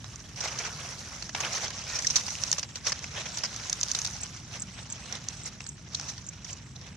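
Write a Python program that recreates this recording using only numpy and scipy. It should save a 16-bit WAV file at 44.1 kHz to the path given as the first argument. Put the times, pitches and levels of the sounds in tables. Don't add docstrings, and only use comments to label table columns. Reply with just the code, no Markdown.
import sys
import numpy as np
from scipy import signal
from scipy.fft import rfft, irfft
from scipy.io import wavfile

SR = 44100
rng = np.random.default_rng(int(sys.argv[2]) if len(sys.argv) > 2 else 0)


def generate_wav(signal):
    frames = np.transpose(np.atleast_2d(signal))
    scaled = np.clip(frames, -1, 1) * 32767
    pcm = np.round(scaled).astype(np.int16)
    wavfile.write(sys.argv[1], SR, pcm)


N = 306936

# time_s, crackle_db, swish_re_crackle_db, brittle_re_crackle_db
HANDLING = [(0, -49, -4, -17), (0.34, -53, -1, -14), (0.401, -40.5, -1.5, -21), (0.68, -42.5, 1.5, -20.5),
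            (0.74, -46, -5.5, -16.5), (1.14, -43, -2, -17), (1.343, -48.5, -7, -22), (1.363, -38.5, 1, -14),
            (1.75, -42.5, -3.5, -24), (2.0, -37.5, -10.5, -19), (2.58, -39.5, -6.5, -17),
            (2.68, -53.5, -0.5, -18), (2.97, -45.5, -3.5, -21), (3.45, -42, -4, -21.5), (4.0, -40, -6, -15),
            (4.45, -49.5, -4.5, -20.5), (5.2, -49, -1.5, -20), (5.85, -54.5, -3, -21.5),
            (6.96, -54, 0, -19.5)]
# middle_s, length_ms, crackle_db, swish_re_crackle_db
RUBS = [(0.455, 130, -36.5, -1), (0.62, 300, -38, -1.5), (0.83, 410, -44, 0.5), (1.457, 76, -38, 7.5),
        (1.557, 128, -32, -4), (1.645, 126, -35, -5), (1.97, 400, -43, -1), (2.179, 150, -35, -6),
        (2.77, 60, -43.5, -5), (2.882, 100, -29, -8), (3.186, 140, -39, 2.5), (4.549, 133, -41, -3.5),
        (4.788, 93, -53, 6), (5.13, 145, -46, 2.5), (5.349, 160, -44, -7.5), (5.471, 78, -37.5, -7),
        (6.05, 460, -43.5, -5.5), (6.498, 140, -43.5, -8.5), (6.869, 56, -55, 5.5)]
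# time_s, left_re_right_db
BUNDLE_PAN = [(0, -2), (0.5, -1), (2.1, -0.9), (3.5, -0.6), (4.0, -0.5), (4.3, -1.2), (5.6, -1),
              (6.96, -2.2)]
# time_s, gain_db
SWISH_TOP_GAIN = [(0, -1.5), (0.6, -12.5), (1.75, -3), (2.3, -1.5), (3.3, -2), (5.0, -1.5), (6.96, -4)]
# start_s, crack_peak_db, tear_scale_ms, blade_body_re_crack_db, rib_pitch_hz
SNAPS = [(0.043, -31.5, 3.4, -1, 3830), (0.1583, -26, 3.2, -15, 6900), (0.36, -35, 6, -20, 5370),
         (0.4053, -24, 9, -15, 5500), (0.588, -22, 5.6, -10, 5540), (1.2234, -27.5, 5.6, -2.5, 4260.0),
         (1.292, -29.5, 6.2, -2, 6500), (1.3487, -24.5, 4.5, 7.5, 2300), (1.403, -22.5, 9, -3.5, 6700),
         (1.449, -27, 5.3, 1, 2120), (1.704, -29.5, 5.9, -5, 5960), (1.953, -21.5, 17, -12, 5260),
         (1.988, -19.5, 7.4, -10, 5700), (2.023, -22, 4.2, -16, 5760), (2.046, -23.5, 6.4, -16, 1800),
         (2.0687, -14, 6.9, -28, 5460), (2.101, -16.5, 11.7, -13.5, 5550), (2.157, -9.5, 14.7, -16.5, 5750),
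         (2.28, -28, 9.5, 0, 5740), (2.305, -22, 4.3, -17, 5800), (2.353, -22, 2.3, -14, 2720),
         (2.4367, -11, 3.1, -16.5, 5540), (2.5155, -9, 3, -35, 7000), (2.528, -9, 3.46, -17, 5450),
         (2.582, -18, 5.8, -10, 5830), (2.595, -17, 3, -14, 5860), (2.6293, -22.5, 7.2, -6.5, 4730),
         (2.756, -26, 6.2, -5, 5880), (2.866, -16.5, 12, -6, 5500), (2.9197, -18, 10, -4, 4900),
         (2.9918, -24.5, 2.1, -24, 5560), (3.041, -28, 5.5, -0.5, 2600), (3.256, -30, 14, 0, 5670),
         (3.3715, -22.5, 8.8, -7.5, 5700), (3.3836, -23.5, 7.8, -28, 6000),
         (3.4351, -19.5, 8.1, -6.5, 5160), (3.446, -23.5, 17, -4.5, 4900), (3.542, -31, 4.4, -22, 6050),
         (3.562, -23, 3.9, -20, 5670), (3.697, -17, 4.7, -19, 7000), (3.7285, -12, 2.8, -44, 6450),
         (3.812, -13.5, 2.9, -22, 6770), (3.8303, -12.5, 6.4, -20, 6640), (3.8844, -21.5, 2.4, -34, 6220),
         (3.9013, -27, 1.2, -35, 6480.0), (3.915, -13, 3.7, -29, 6600), (3.9481, -18.5, 6.8, -11.5, 3950),
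         (3.9885, -16, 4.1, -16, 7000), (4.0164, -18.5, 3.6, -20, 6600), (4.047, -19.5, 8.3, -12.5, 5850),
         (4.063, -19.5, 3.2, -20, 5100), (4.0731, -20, 3.4, -36, 5900), (5.057, -34.5, 6.9, -1.5, 4150),
         (5.1252, -21, 3.8, -32, 5650), (5.286, -16, 2.8, -27, 6660), (5.6052, -28, 3.8, 0.5, 2660),
         (5.6188, -33, 2, -29, 5930), (5.642, -32.5, 2.2, -28, 5510.0), (5.664, -32, 5.9, -7, 4200),
         (5.947, -18.5, 6.4, -20, 4160), (5.9974, -22, 4.1, -8, 5160), (6.0121, -24, 1.5, -19, 5670),
         (6.083, -27.5, 20, -19, 5660), (6.179, -32.5, 5.8, -14, 4280), (6.4447, -30.5, 8.3, -11, 6650),
         (6.759, -32, 8.3, -28, 3900)]
# freq_hz, density_db_per_hz (relative)
CRACKLE_SPECTRUM = [(1290, -50), (2200, -39.5), (2700, -31.5), (3320, -19.5), (3850, -12), (4960, -7),
                    (5780, -1.5), (6100, -2.5), (9000, -26), (11700, -96)]
# freq_hz, density_db_per_hz (relative)
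SWISH_SPECTRUM = [(180, -23), (300, -7.5), (571, -1), (880, -1), (1350, -0.5), (2220, -1.5), (3200, -2.5),
                  (4160, -3), (7040, -120)]
# freq_hz, density_db_per_hz (relative)
BRITTLE_SPECTRUM = [(4710, -18.5), (8000, -1), (8760, 7.5), (10500, 2), (12500, -8), (16200, -14)]
# start_s, level_db, top_pitch_hz
CHIPS = [(4.21, -27.5, 8070), (4.5977, -27, 8050), (4.9008, -28, 7900), (5.435, -31, 7880),
         (5.667, -31, 7950), (6.2655, -30.5, 7530), (6.507, -32, 7530)]
# start_s, end_s, centre_hz, level_db
BUZZES = [(2.648, 2.803, 7500, -61), (3.326, 3.377, 7350, -44), (4.72, 4.85, 7950, -58),
          (4.99, 5.12, 8000, -58), (5.29, 5.45, 8000, -59), (5.596, 5.76, 7750, -58),
          (6.62, 6.746, 7550, -63), (6.86, 6.957, 7700, -67)]
# freq_hz, density_db_per_hz (relative)
RUMBLE_SPECTRUM = [(15, -29), (36, -37), (49, -2.5), (97, 0), (124, 1), (200, -4.5), (242, -9.5),
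                   (500, -26.5), (650, -72)]

SWISH_SPLIT_HZ = 2830
PORT_LAG_SAMPLES = 15
RIB_RE_CRACK_DB, RIB_CYCLES = -3, 12.0
CREAK_START_S, CREAK_END_S, CREAK_DB = 1.87, 1.99, -45
CREAK_MODES_HZ = (1470, 1850, 2420)
TICK_MS, TICK_GAP_MS, TICK_DB = 3.6, 5.7, -3
NOTE_AT_MS, NOTE_MS, DIP_AT_MS, DIP_MS = 21.6, 10.5, 3.3, 1.3
LOW_PITCH_RATIO = 0.77
RUMBLE_DB = -47
PORT_RING_HZ, PORT_UNEVEN_RATIO = 5940, 0.15
CUTOFF_HZ = 16450
OPPOSITE = np.array([[1], [-1]])


def rustle():
    t_s = np.arange(N) / SR
    crackle_db, swish_db, brittle_db = handling()
    pan = from_db(np.interp(t_s, *np.transpose(BUNDLE_PAN)) * OPPOSITE / 2)
    jerks = drift(25.0) + 0.45 * drift(44)
    jerks = jerks * np.interp(crackle_db, [-52, -37], [1.25, 0.6])

    fine = blades(2300, 14000, 1200, spread_db=2.6, cycles=24.0, own_db=2.8)
    broad = blades(350, 4200, 600, spread_db=2.0, cycles=28.0, own_db=2.7)
    crackle = rms_one(colour(fine * from_db(1.9 * jerks), CRACKLE_SPECTRUM))
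    brittle = rms_one(colour(fine * from_db(0.76 * jerks), BRITTLE_SPECTRUM))
    swish = rms_one(colour(broad * from_db(1.4 * jerks), SWISH_SPECTRUM))

    low_sos = signal.butter(4, SWISH_SPLIT_HZ, "low", fs=SR, output="sos")
    high_sos = signal.butter(4, SWISH_SPLIT_HZ, "high", fs=SR, output="sos")
    top_gain = from_db(np.interp(t_s, *np.transpose(SWISH_TOP_GAIN)))
    swish = signal.sosfilt(low_sos, swish) + top_gain * signal.sosfilt(high_sos, swish)
    return (pan * from_db(crackle_db) * crackle
            + from_db(brittle_db) * brittle
            + pan * from_db(swish_db) * swish)


def handling():
    t_s = np.arange(N) / SR
    time_s, crackle_db, swish_db, brittle_db = np.transpose(HANDLING)
    slow_db = [np.interp(t_s, time_s, crackle_db), np.interp(t_s, time_s, crackle_db + swish_db)]
    power = from_db(2 * np.array(slow_db))
    for middle_s, length_ms, rub_db, rub_swish_db in RUBS:
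        phase = np.clip((t_s - middle_s) * 1000 / length_ms, -0.5, 0.5)
        swell = np.cos(np.pi * phase) ** 2
        power += from_db(2 * np.array([[rub_db], [rub_db + rub_swish_db]])) * swell ** 2
    crackle, swish = 10 * np.log10(power)
    return crackle, swish, crackle + np.interp(t_s, time_s, brittle_db)


def blades(low_hz, high_hz, per_s, spread_db, cycles, own_db, count=22):
    out = 0
    for hz in np.geomspace(low_hz, high_hz, count):
        at = np.flatnonzero(rng.random(N - 64) < per_s / SR) + 32
        size = rng.exponential(1, len(at))
        sign = rng.standard_normal(len(at))
        side = rng.uniform(-1, 1, len(at)) ** 3
        slips = from_db(spread_db * np.minimum(size, 5) + own_db * drift(25)[at]) * sign
        lag = np.round(PORT_LAG_SAMPLES / 2 * side).astype(int)
        ports = np.zeros((2, N))
        ports[0, at + lag] = slips * from_db(2.0 * side)
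        ports[1, at - lag - (side < 0)] = slips * from_db(-2.0 * side)
        out = out + resonate(ports, hz, cycles) + 0.11 * ports
    return rms_one(out)


def snaps():
    size = 2048
    out = np.zeros((2, N + 4096))
    crisp, brittle = response(CRACKLE_SPECTRUM), response(BRITTLE_SPECTRUM)
    body = signal.lfilter([1, -1], [1, -0.93], response(SWISH_SPECTRUM))
    draws = rng.standard_normal((len(SNAPS), 4, size))
    ms = np.arange(size) / SR * 1000
    for (start_s, crack_db, tear_ms, body_db, rib_hz), (mid, side, gate, chance) in zip(SNAPS, draws):
        tear = np.sin(np.pi * np.clip((ms + 0.9) / (1.36 * tear_ms + 0.3), 0, 1)) ** 0.7
        tear = tear * from_db(-7.0 * ms / tear_ms)
        rattle = from_db(-11 - 1.4 * ms)
        cracks = (mid + 0.92 * side * OPPOSITE) * (0.5 + (gate > 1.1)) * (tear + rattle)
        cracks[:, 4] += 95 / tear_ms ** 2

        bright = crisp + from_db(-23 + 1.5 * chance[2]) * brittle
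        top = signal.oaconvolve(cracks, bright[None], axes=1)
        rib = resonate(resonate(cracks, rib_hz, RIB_CYCLES), rib_hz, RIB_CYCLES)
        top = top[:, :size] / abs(top).max() + from_db(RIB_RE_CRACK_DB) * rib / abs(rib).max()

        low = signal.oaconvolve(cracks.mean(0) + 0.94 * cracks, body[None], axes=1)[:, :size]
        blade_hz = 1800 * 1.25 ** np.clip(chance[0], -2, 2)
        low = low + 0.7 * resonate(low, blade_hz, 20.0)

        snap = top / abs(top.mean(0)).max() + from_db(body_db) * low / abs(low.mean(0)).max()
        pan_db = np.interp(start_s, *np.transpose(BUNDLE_PAN)) + 0.5 * chance[1]
        at = round(start_s * SR)
        out[:, at:at + snap.shape[1]] += from_db(crack_db + pan_db * OPPOSITE / 2) * snap
    return out[:, :N]


def creak():
    middle_s, length_s = (CREAK_START_S + CREAK_END_S) / 2, CREAK_END_S - CREAK_START_S
    bending = abs(np.arange(N) / SR - middle_s) < length_s / 2
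    friction = rng.standard_normal(N) * bending
    modes = sum(resonate(friction, hz, 45.0) for hz in CREAK_MODES_HZ)
    return from_db(CREAK_DB) * modes / modes[friction != 0].std()


def bird():
    out = np.zeros(N)
    for start_s, level_db, top_hz in CHIPS:
        call = from_db(level_db) * whistle(top_hz)
        at = round(start_s * SR)
        out[at:at + len(call)] += call
    out += from_db(-17) * np.roll(out, round(0.006 * SR))
    return place(out, -2.1, 2)


def whistle(top_hz):
    ms = np.arange(round((NOTE_AT_MS + NOTE_MS) * SR / 1000)) / SR * 1000
    tick = np.clip(ms % TICK_GAP_MS / TICK_MS, 0, 1)
    note = np.clip((ms - NOTE_AT_MS) / NOTE_MS, 0, 1)
    ticking = ms < 2 * TICK_GAP_MS
    dip = 0.283 * (1 - note) + 0.85 * np.exp(-((ms - NOTE_AT_MS - DIP_AT_MS) / DIP_MS) ** 2)
    pitch = 1 - (1 - LOW_PITCH_RATIO) * np.where(ticking, (1 - tick) ** 3, dip)
    tick_level = from_db(TICK_DB) * np.sin(np.pi * tick ** 0.69)
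    note_level = (0.72 + 0.56 * dip) * abs(np.sin(np.pi * note ** 0.6)) ** 0.5
    level = np.where(ticking, tick_level, note_level)
    return level * np.sin(2 * np.pi * np.cumsum(top_hz * pitch) / SR)


def buzz():
    t_s, out = np.arange(N) / SR, 0
    mid, side = rng.standard_normal((2, N)) * from_db(0.91 * drift(120))
    noise = mid + side * OPPOSITE
    for start_s, end_s, hz, level_db in BUZZES:
        sos = signal.butter(2, [hz - 350, hz + 350], "band", fs=SR, output="sos")
        band = rms_one(signal.sosfilt(sos, noise))
        corners_s = [start_s, start_s + 0.013, end_s - 0.008, end_s]
        out = out + from_db(level_db) * band * np.interp(t_s, corners_s, [0.056, 1.0, 1, 0.012])
    return out


def rumble():
    noise = rng.standard_normal((2, N + 8192))
    mid, side = rms_one(colour(noise, RUMBLE_SPECTRUM, size=8192)[:, 8192:])
    return from_db(RUMBLE_DB + 0.13 * drift(1.0)) * (mid + from_db(-15.5) * side * OPPOSITE)


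def resonate(x, hz, cycles):
    r = from_db(-60 * hz / (cycles * SR))
    numerator = [1 - r * r, 0, r * r - 1]
    denominator = [2, -4 * r * np.cos(2 * np.pi * hz / SR), 2 * r * r]
    return signal.lfilter(numerator, denominator, x + 1e-18)


def response(spectrum, size=2048):
    hz, db = np.transpose(spectrum)
    grid_hz = np.arange(size + 1) * SR / 2 / size
    log_gain = np.interp(np.log(grid_hz + 1), np.log(hz), db) * np.log(10) / 20
    cepstrum = irfft(log_gain)
    cepstrum[1:size] *= 2
    cepstrum[size + 1:] = 0
    return rms_one(irfft(np.exp(rfft(cepstrum)))[:size]) / np.sqrt(size)


def colour(x, spectrum, size=2048):
    return signal.oaconvolve(x, response(spectrum, size=size)[None], axes=1)[:, :x.shape[1]]


def place(x, pan_db, lag_samples):
    lag = int(round(lag_samples))
    left = np.roll(x, max(lag, 0)) * from_db(pan_db / 2)
    right = np.roll(x, max(-lag, 0)) * from_db(-pan_db / 2)
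    return np.array([left, right])


def drift(rate_hz):
    r = np.exp(-2 * np.pi * rate_hz / SR)
    return rms_one(signal.lfilter([1], [1, -2 * r, r * r], rng.standard_normal(N + SR))[SR:])


def rms_one(x):
    return x / np.sqrt(np.mean(x ** 2) + 1e-20)


def from_db(db):
    return 10 ** (np.asarray(db) / 20)


def scene():
    return rustle() + snaps() + creak() + bird() + buzz() + rumble()


def record(dry):
    dry = dry - PORT_UNEVEN_RATIO * resonate(dry, PORT_RING_HZ, 7.2) * OPPOSITE
    dry = signal.sosfilt(signal.butter(2, 40, "high", fs=SR, output="sos"), dry)
    return signal.sosfilt(signal.cheby2(14, 60, CUTOFF_HZ, fs=SR, output="sos"), dry)


dry = scene()
out = record(dry)
generate_wav(out)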